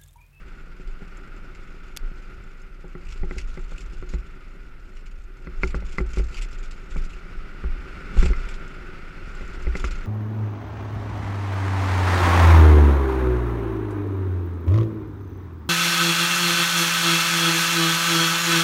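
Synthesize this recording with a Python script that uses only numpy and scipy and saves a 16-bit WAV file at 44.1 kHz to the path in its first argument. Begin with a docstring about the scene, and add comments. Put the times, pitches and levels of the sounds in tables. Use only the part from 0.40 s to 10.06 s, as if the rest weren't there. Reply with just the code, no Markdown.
"""Dirt forest trail: a mountain bike rolls downhill, heard from a cased camera worn by the rider.
The mount sways with a deep rumble. Tyres hiss, crunch and drum through the resonances of the case.
The chain rattles on rough ground, single links ting on a sprocket, a pebble hits the frame.
Bumps thump the mount, knock the bracket, ring the case and clack its latch."""
import sys
import numpy as np
from scipy import signal
from scipy.fft import rfft, irfft
from scipy.io import wavfile
from scipy.ndimage import uniform_filter1d

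SR = 44100
rng = np.random.default_rng(int(sys.argv[2]) if len(sys.argv) > 2 else 0)


def unload_wav(signal):
    """Save mono or channel-first audio to the path in sys.argv[1] as 16-bit WAV at rate SR, clipped to [-1, 1]."""
    wavfile.write(
        sys.argv[1],
        SR,
        np.round(np.clip(np.atleast_2d(signal).T, -1, 1) * 32767).astype(np.int16),
    )


N = 426006
TIME_S = np.arange(N) / SR
CRUISE_DB = -54.5

# Levels are relative within each table.
# Rolling strength, rising with speed: t/s, level/dB
ROLLING = [(0.0, -56.5), (0.35, -58.5), (0.85, -54.5), (1.45, -57), (1.9, -55.5), (2.35, -60),
           (2.95, -56.5), (3.85, -57), (4.85, -62), (5.25, -55), (6.4, -54.5), (7.4, -51), (7.8, -45),
           (8.2, -49.5), (8.75, -50.5), (9.05, -48.5), (9.66, -49)]
# Rough ground: start/s, end/s, roughness/dB
ROUGH_STRETCHES = [(2.655, 2.746, -4.5), (2.916, 3.54, -7.5), (3.69, 3.78, -6.5), (4.57, 4.77, -14),
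                   (5.23, 5.405, -0.5), (5.452, 5.853, -3), (5.94, 6.03, 3.5), (6.08, 6.296, -3),
                   (6.513, 6.7, -5.5), (7.772, 7.89, 6.5), (7.923, 8.15, -3.5), (8.847, 9.298, -11),
                   (9.368, 9.518, 2.5)]
# Trail dips that make the rider lurch: t/s, sway/dB
TRAIL_DIPS = [(0.48, -26.5), (1.64, -23.5), (2.82, -20), (3.05, -26), (3.24, -27.5), (3.6, -25.5),
              (4.8, -36), (5.19, -21.5), (6.57, -18.5), (6.98, -27), (7.27, -18.5), (7.8, -9.5),
              (7.91, -18.5), (9.24, -21), (9.53, -23)]
# Strikes of chain and pebble: t/s, level/dB
LINK_TINGS = [(0.7711, -49), (0.9637, -55), (2.0383, -55.5), (2.2176, -52), (8.2784, -46), (8.9501, -48),
              (9.078, -46), (9.2229, -47)]
CHAIN_SLAPS = [(0.4733, -46.5), (0.675, -44), (1.1482, -42), (1.478, -46), (2.7222, -32), (2.9809, -22.5),
               (3.0114, -37), (3.3786, -35.5), (3.406, -37), (3.69, -38.5), (4.568, -39.5), (5.272, -35),
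               (5.305, -33.5), (5.732, -32), (5.7836, -31), (5.9424, -29.5), (5.9678, -32), (6.02, -28.5),
               (6.309, -36), (6.5642, -37.5), (6.703, -40), (6.731, -39.5), (7.7954, -32), (7.8244, -26),
               (7.857, -31), (8.087, -34), (8.1399, -34), (9.365, -31), (9.397, -29), (9.4444, -29),
               (9.5083, -33)]
PEBBLE_CLICKS = [(1.565, -26), (1.5715, -20.5)]
# Bumps: t/s, mount thump/dB, bracket knock/dB, case ring/dB, latch clack/dB
BUMP_HITS = [(0.398, -44, -33, -52, -56), (0.62, -37, -30, -45, -56), (2.443, -48, -30, -46, -60),
             (2.5515, -53, -27, -35.5, -42), (2.8326, -47, -24, -40, -38), (2.91, -52, -25, -33, -30),
             (2.965, -28, -28.5, -58, -48), (3.174, -37, -25.5, -43, -37), (3.319, -37, -31, -39, -49),
             (3.625, -37, -28.5, -36, -44), (3.737, -18, -23.5, -36.5, -38),
             (5.071, -29, -25.5, -34.5, -37), (5.2334, -17.5, -16, -17.5, -14.5),
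             (5.3445, -18, -16.5, -22.5, -35), (5.423, -26, -26, -55, -44),
             (5.583, -34, -19.5, -19.5, -18.5), (5.603, -16, -15.5, -34, -35), (5.772, -13, -18, -32, -42),
             (5.796, -15.5, -21, -36, -40), (6.56, -26, -23, -34, -48), (7.24, -21, -23, -32, -53),
             (7.457, -44, -33.5, -52, -57), (7.769, -12, -19.5, -33, -39),
             (7.828, -12.5, -12.5, -23.5, -26), (7.858, -10, -19.5, -38, -30), (7.903, -38, -21, -49, -49),
             (7.933, -48, -39, -29, -27.5), (9.009, -32, -29, -48, -38), (9.268, -14, -20.5, -42, -30.5),
             (9.353, -35, -19.5, -27, -23.5), (9.4416, -17.5, -22.5, -19, -28)]

# Source spectra: f/Hz, density/dB
SWAY_SPECTRUM = [(10, -24), (21, 1), (28, 3), (40, -10), (57, -15.5), (80, -32), (130, -35.5), (400, -84.5),
                 (3000, -120)]
HISS_SPECTRUM = [(300, -22), (600, -13.5), (1050, -14), (1250, -2.5), (1350, 1.5), (1450, 2.5),
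                 (1650, -9.5), (2050, -6.5), (2700, -10.5), (3200, -19.5), (5500, -30), (7400, -33),
                 (8500, -36.5), (15000, -54)]
RUMBLE_SPECTRUM = [(30, -25), (70, 5.5), (120, 0.5), (165, 5), (230, -2), (330, -3), (380, 3.5), (440, -9),
                   (540, -9), (680, -20), (815, -16.5), (1000, -21.5), (3000, -68.5), (16000, -107)]
CHAIN_SPECTRUM = [(150, -45), (1000, -4.5), (1700, -9.5), (2170, 4), (2600, 5.5), (3200, -3.5),
                  (4900, -8.5), (5700, -8.5), (7300, -4), (8800, -20), (11000, -22), (12500, -37),
                  (16000, -49)]
PEBBLE_SPECTRUM = [(500, -18), (1300, -10), (2400, 4.5), (3600, 0.5), (4500, -1.5), (6000, -1), (8000, -4),
                   (10000, -14), (11200, -2), (13000, -15), (16000, -16)]

# Modes of struck parts: f/Hz, level/dB, t60/s
SPROCKET_MODES = [(5200, -7, 0.043), (6500, 1, 0.018), (7370, -6, 0.044), (7490, -2.5, 0.027),
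                  (10500, -15, 0.034)]
MOUNT_MODES = [(55, 13.5, 0.32), (86.5, 6.5, 0.037)]
BRACKET_MODES = [(172.8, -5, 0.19), (202.4, 9, 0.022), (279.6, -7, 0.073), (367.2, -0.5, 0.12),
                 (466.5, -12.5, 0.1), (674, -7, 0.02), (835, -9.5, 0.04), (998, 2, 0.0043)]
CASE_MODES = [(1200, -2, .022), (1360, 0, .028)]
LATCH_MODES = [(2070, 0, .022), (2240, -3, .018), (3490, -26, .016), (4330, -20, .015), (5090, -23, .015)]
# Air and wall resonances of the case: f/Hz, width/Hz, gain re direct sound/dB
CAVITY_PEAKS = [(3524, 68, -2), (4270, 74, 0.5), (4740, 100, 2.5), (5090, 150, 2), (5480, 100, 1),
                (11080, 450, -1.5)]


def amp(db):
    """dB to gain."""
    return 10 ** (np.asarray(db) / 20)


def unit_rms(x):
    """Scale to rms 1."""
    return x / np.sqrt(np.mean(x ** 2) + 1e-20)


def unit_peak(x):
    """Scale to peak 1."""
    return x / (abs(x).max() + 1e-20)


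def add(mix, at_s, sound):
    """Mix in at at_s."""
    part = mix[max(0, round(at_s * SR)):][:len(sound)]
    part += sound[:len(part)]


def colour(x, spectrum, size=8192):
    """Causal filter: clicks keep their sharp front."""
    hz, db = np.transpose(spectrum)
    bins_hz = abs(np.fft.fftfreq(size, 1 / SR))
    log_gain = np.log(amp(np.interp(np.log(bins_hz + 1), np.log(hz), db)))
    response = np.exp(signal.hilbert(log_gain).conj())
    taps = np.fft.ifft(response).real[:size // 2]
    return signal.oaconvolve(x, taps)[:len(x)]


def wander(rate_hz):
    """Smooth random curve, rms 1."""
    lowpass = np.exp(-(np.fft.rfftfreq(N, 1 / SR) / rate_hz) ** 2)
    return unit_rms(irfft(rfft(rng.standard_normal(N)) * lowpass, N))


def grains(per_s, spread_db):
    """Random clicks: many small, few large."""
    size = amp(spread_db * np.minimum(rng.exponential(1, N), 4))
    return unit_rms(size * rng.choice([-1, 1], N) * (rng.random(N) < per_s / SR))


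def burst(t, fall_s):
    """Decaying white noise."""
    return rng.standard_normal(len(t)) * np.exp(-t / fall_s)


def ring(modes, t, detune=1):
    """Decaying modes of a struck part."""
    return sum(amp(db - 60 * t / t60_s) * np.sin(2 * np.pi * hz * detune * t) for hz, db, t60_s in modes)


def swell(start_s, end_s, rise_s, fall_s):
    """Rise until start_s, hold until end_s, decay."""
    away = np.maximum((start_s - TIME_S) / rise_s, (TIME_S - end_s) / fall_s)
    return np.exp(-np.clip(away, 0, 20))


def pace():
    """Rolling strength, 1 at cruise."""
    return amp(np.interp(TIME_S, *np.transpose(ROLLING)) - CRUISE_DB)


def shaking(smooth_db=-15.5, rise_s=0.017, fall_s=0.048):
    """The ground shakes the bike: always a little, more on rough stretches."""
    rough = [amp(db) * swell(start_s, end_s, rise_s, fall_s) for start_s, end_s, db in ROUGH_STRETCHES]
    return amp(smooth_db) + np.max(rough, axis=0)


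def mount_sway(rolling_db=-40, rough_db=-29, pace_exp=0.34, rough_exp=0.73, steady_exp=0.86):
    """The camera rocks on its springy mount: gently with speed, more on rough ground, most in dips."""
    motion = unit_rms(colour(rng.standard_normal(N), SWAY_SPECTRUM, size=16384))
    envelope = np.sqrt(uniform_filter1d(abs(signal.hilbert(motion)) ** 2, size=4000))
    pushes = [amp(rolling_db) * pace() ** pace_exp, amp(rough_db) * shaking() ** rough_exp]
    pushes += [amp(db) * swell(at_s, at_s, rise_s=0.024, fall_s=0.074) for at_s, db in TRAIL_DIPS]
    return unit_rms(motion / envelope ** steady_exp) * np.sqrt(sum(push ** 2 for push in pushes))


def tyres(hiss_db=-50, rumble_db=-48, grit=0.36, jolt=0.76, patchy_db=1, lumpy_db=0.13, pace_exp=0.86):
    """Knobs crush grit and drum on soil; both follow speed and uneven ground."""
    ground = wander(rate_hz=36)
    crunch = unit_rms(rng.standard_normal(N) + grit * grains(per_s=1200, spread_db=2.5))
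    drumming = unit_rms(rng.standard_normal(N) + jolt * grains(per_s=80, spread_db=1.5))
    hiss = unit_rms(colour(crunch, HISS_SPECTRUM)) * amp(hiss_db + patchy_db * ground)
    rumble = unit_rms(colour(drumming * amp(lumpy_db * ground), RUMBLE_SPECTRUM)) * amp(rumble_db)
    return hiss * pace() + rumble * pace() ** pace_exp


def case_cavity(x):
    """Airborne sound picks up the narrow resonances of the case."""
    return x + sum(amp(db) * signal.lfilter(*signal.iirpeak(hz, hz / width_hz, fs=SR), x)
                   for hz, width_hz, db in CAVITY_PEAKS)


def sprocket_tings(gain_db=2, touch_s=0.003, faint_db=-59, spread_db=3, faint_count=26):
    """A link brushes a tooth, which rings; faint random touches fall between the clear ones."""
    out, t = np.zeros(N), np.arange(SR // 15) / SR
    faint = [(when * N / SR, faint_db + spread_db * (2 * size - 1))
             for when, size in rng.random((faint_count, 2))]
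    for at_s, db in LINK_TINGS + faint:
        ting = signal.fftconvolve(burst(t, touch_s), ring(SPROCKET_MODES, t))
        add(out, at_s, amp(db + gain_db) * unit_peak(ting))
    return out


def link_clatter(rise_s=0.001, fall_s=0.011, hit_share=0.15, tint_db=4, size=1536, bands=40):
    """A quick run of links landing; each stretch of chain has its own tint."""
    t = np.arange(size) / SR
    landings = burst(t, fall_s) * (rng.random(size) < hit_share)
    spectrum = rfft(landings * (1 - np.exp(-t / rise_s)))
    band_axis = np.linspace(0, bands - 1, len(spectrum))
    tint = np.interp(band_axis, np.arange(bands), rng.standard_normal(bands))
    return unit_peak(irfft(spectrum * amp(tint_db * tint), size))


def chain(jingle_db=-52.5, slap_gain_db=12, spread_db=2, count=850):
    """Small random clatters, scaled by the shaking; slaps are the large ones."""
    jingle, slaps = np.zeros(N), np.zeros(N)
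    for when, quantile in rng.random((count, 2)):
        db = spread_db * min(-np.log(1 - quantile), 3)
        add(jingle, when * N / SR, amp(db) * link_clatter())
    for at_s, db in CHAIN_SLAPS:
        add(slaps, at_s, amp(db + slap_gain_db) * link_clatter())
    jingle = unit_rms(colour(jingle, CHAIN_SPECTRUM)) * shaking() * amp(jingle_db)
    return jingle + colour(slaps, CHAIN_SPECTRUM)


def pebble(fall_s=0.0017, tube_hz=4520, tube_rel_db=-25, tube_fall_s=0.0094):
    """Two hard, bright clicks on the frame; the tube rings faintly."""
    out, t = np.zeros(N), np.arange(SR // 10) / SR
    tube = amp(tube_rel_db) * np.sin(2 * np.pi * tube_hz * t) * np.exp(-t / tube_fall_s)
    for at_s, db in PEBBLE_CLICKS:
        click = unit_peak(colour(burst(t, fall_s), PEBBLE_SPECTRUM))
        add(out, at_s, amp(db) * (click + tube))
    return out


def bumps(thump_gain_db=-2, clack_gain_db=1, scuff_gain_db=-4, scuff_s=0.039,
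          chatter=0.056, contact_s=0.003, push_s=0.0049, flex_s=0.00096, scatter=0.015):
    """A blow, a chatter of loose parts and a tyre scuff; the soft mount answers last."""
    out, scuffs, t = np.zeros(N), np.zeros(N), np.arange(SR // 4) / SR
    flex = 1 - np.exp(-(t / flex_s) ** 2)  # plastic takes a moment to ring
    push = 1 - np.exp(-t / push_s)
    for at_s, thump_db, knock_db, case_db, clack_db in BUMP_HITS:
        detune = 1 + scatter * rng.standard_normal()
        blow = chatter * burst(t, contact_s)
        blow[0] += 1
        add(scuffs, at_s, amp(knock_db + scuff_gain_db) * burst(t, scuff_s))
        thump = unit_peak(push * ring(MOUNT_MODES, t, detune))
        add(out, at_s, amp(thump_db + thump_gain_db) * thump)
        parts = (BRACKET_MODES, knock_db), (CASE_MODES, case_db), (LATCH_MODES, clack_db + clack_gain_db)
        for modes, db in parts:
            struck = signal.fftconvolve(blow, flex * ring(modes, t, detune))[:len(t)]
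            add(out, at_s, amp(db) * unit_peak(struck))
    return out + colour(scuffs, RUMBLE_SPECTRUM)


def scene():
    """One microphone, close and dry."""
    airborne = case_cavity(tyres() + chain())
    return (airborne + mount_sway() + bumps() + sprocket_tings() + pebble())[None]


def record(dry, floor_db=-76, cutoff_hz=15400):
    """Microphone hiss, then the camera's band limit."""
    taps = signal.firwin(255, cutoff_hz, window=("kaiser", 8), fs=SR)
    return signal.oaconvolve(dry + amp(floor_db) * rng.standard_normal(N), taps[None], "same")


dry = scene()
out = record(dry)
unload_wav(out)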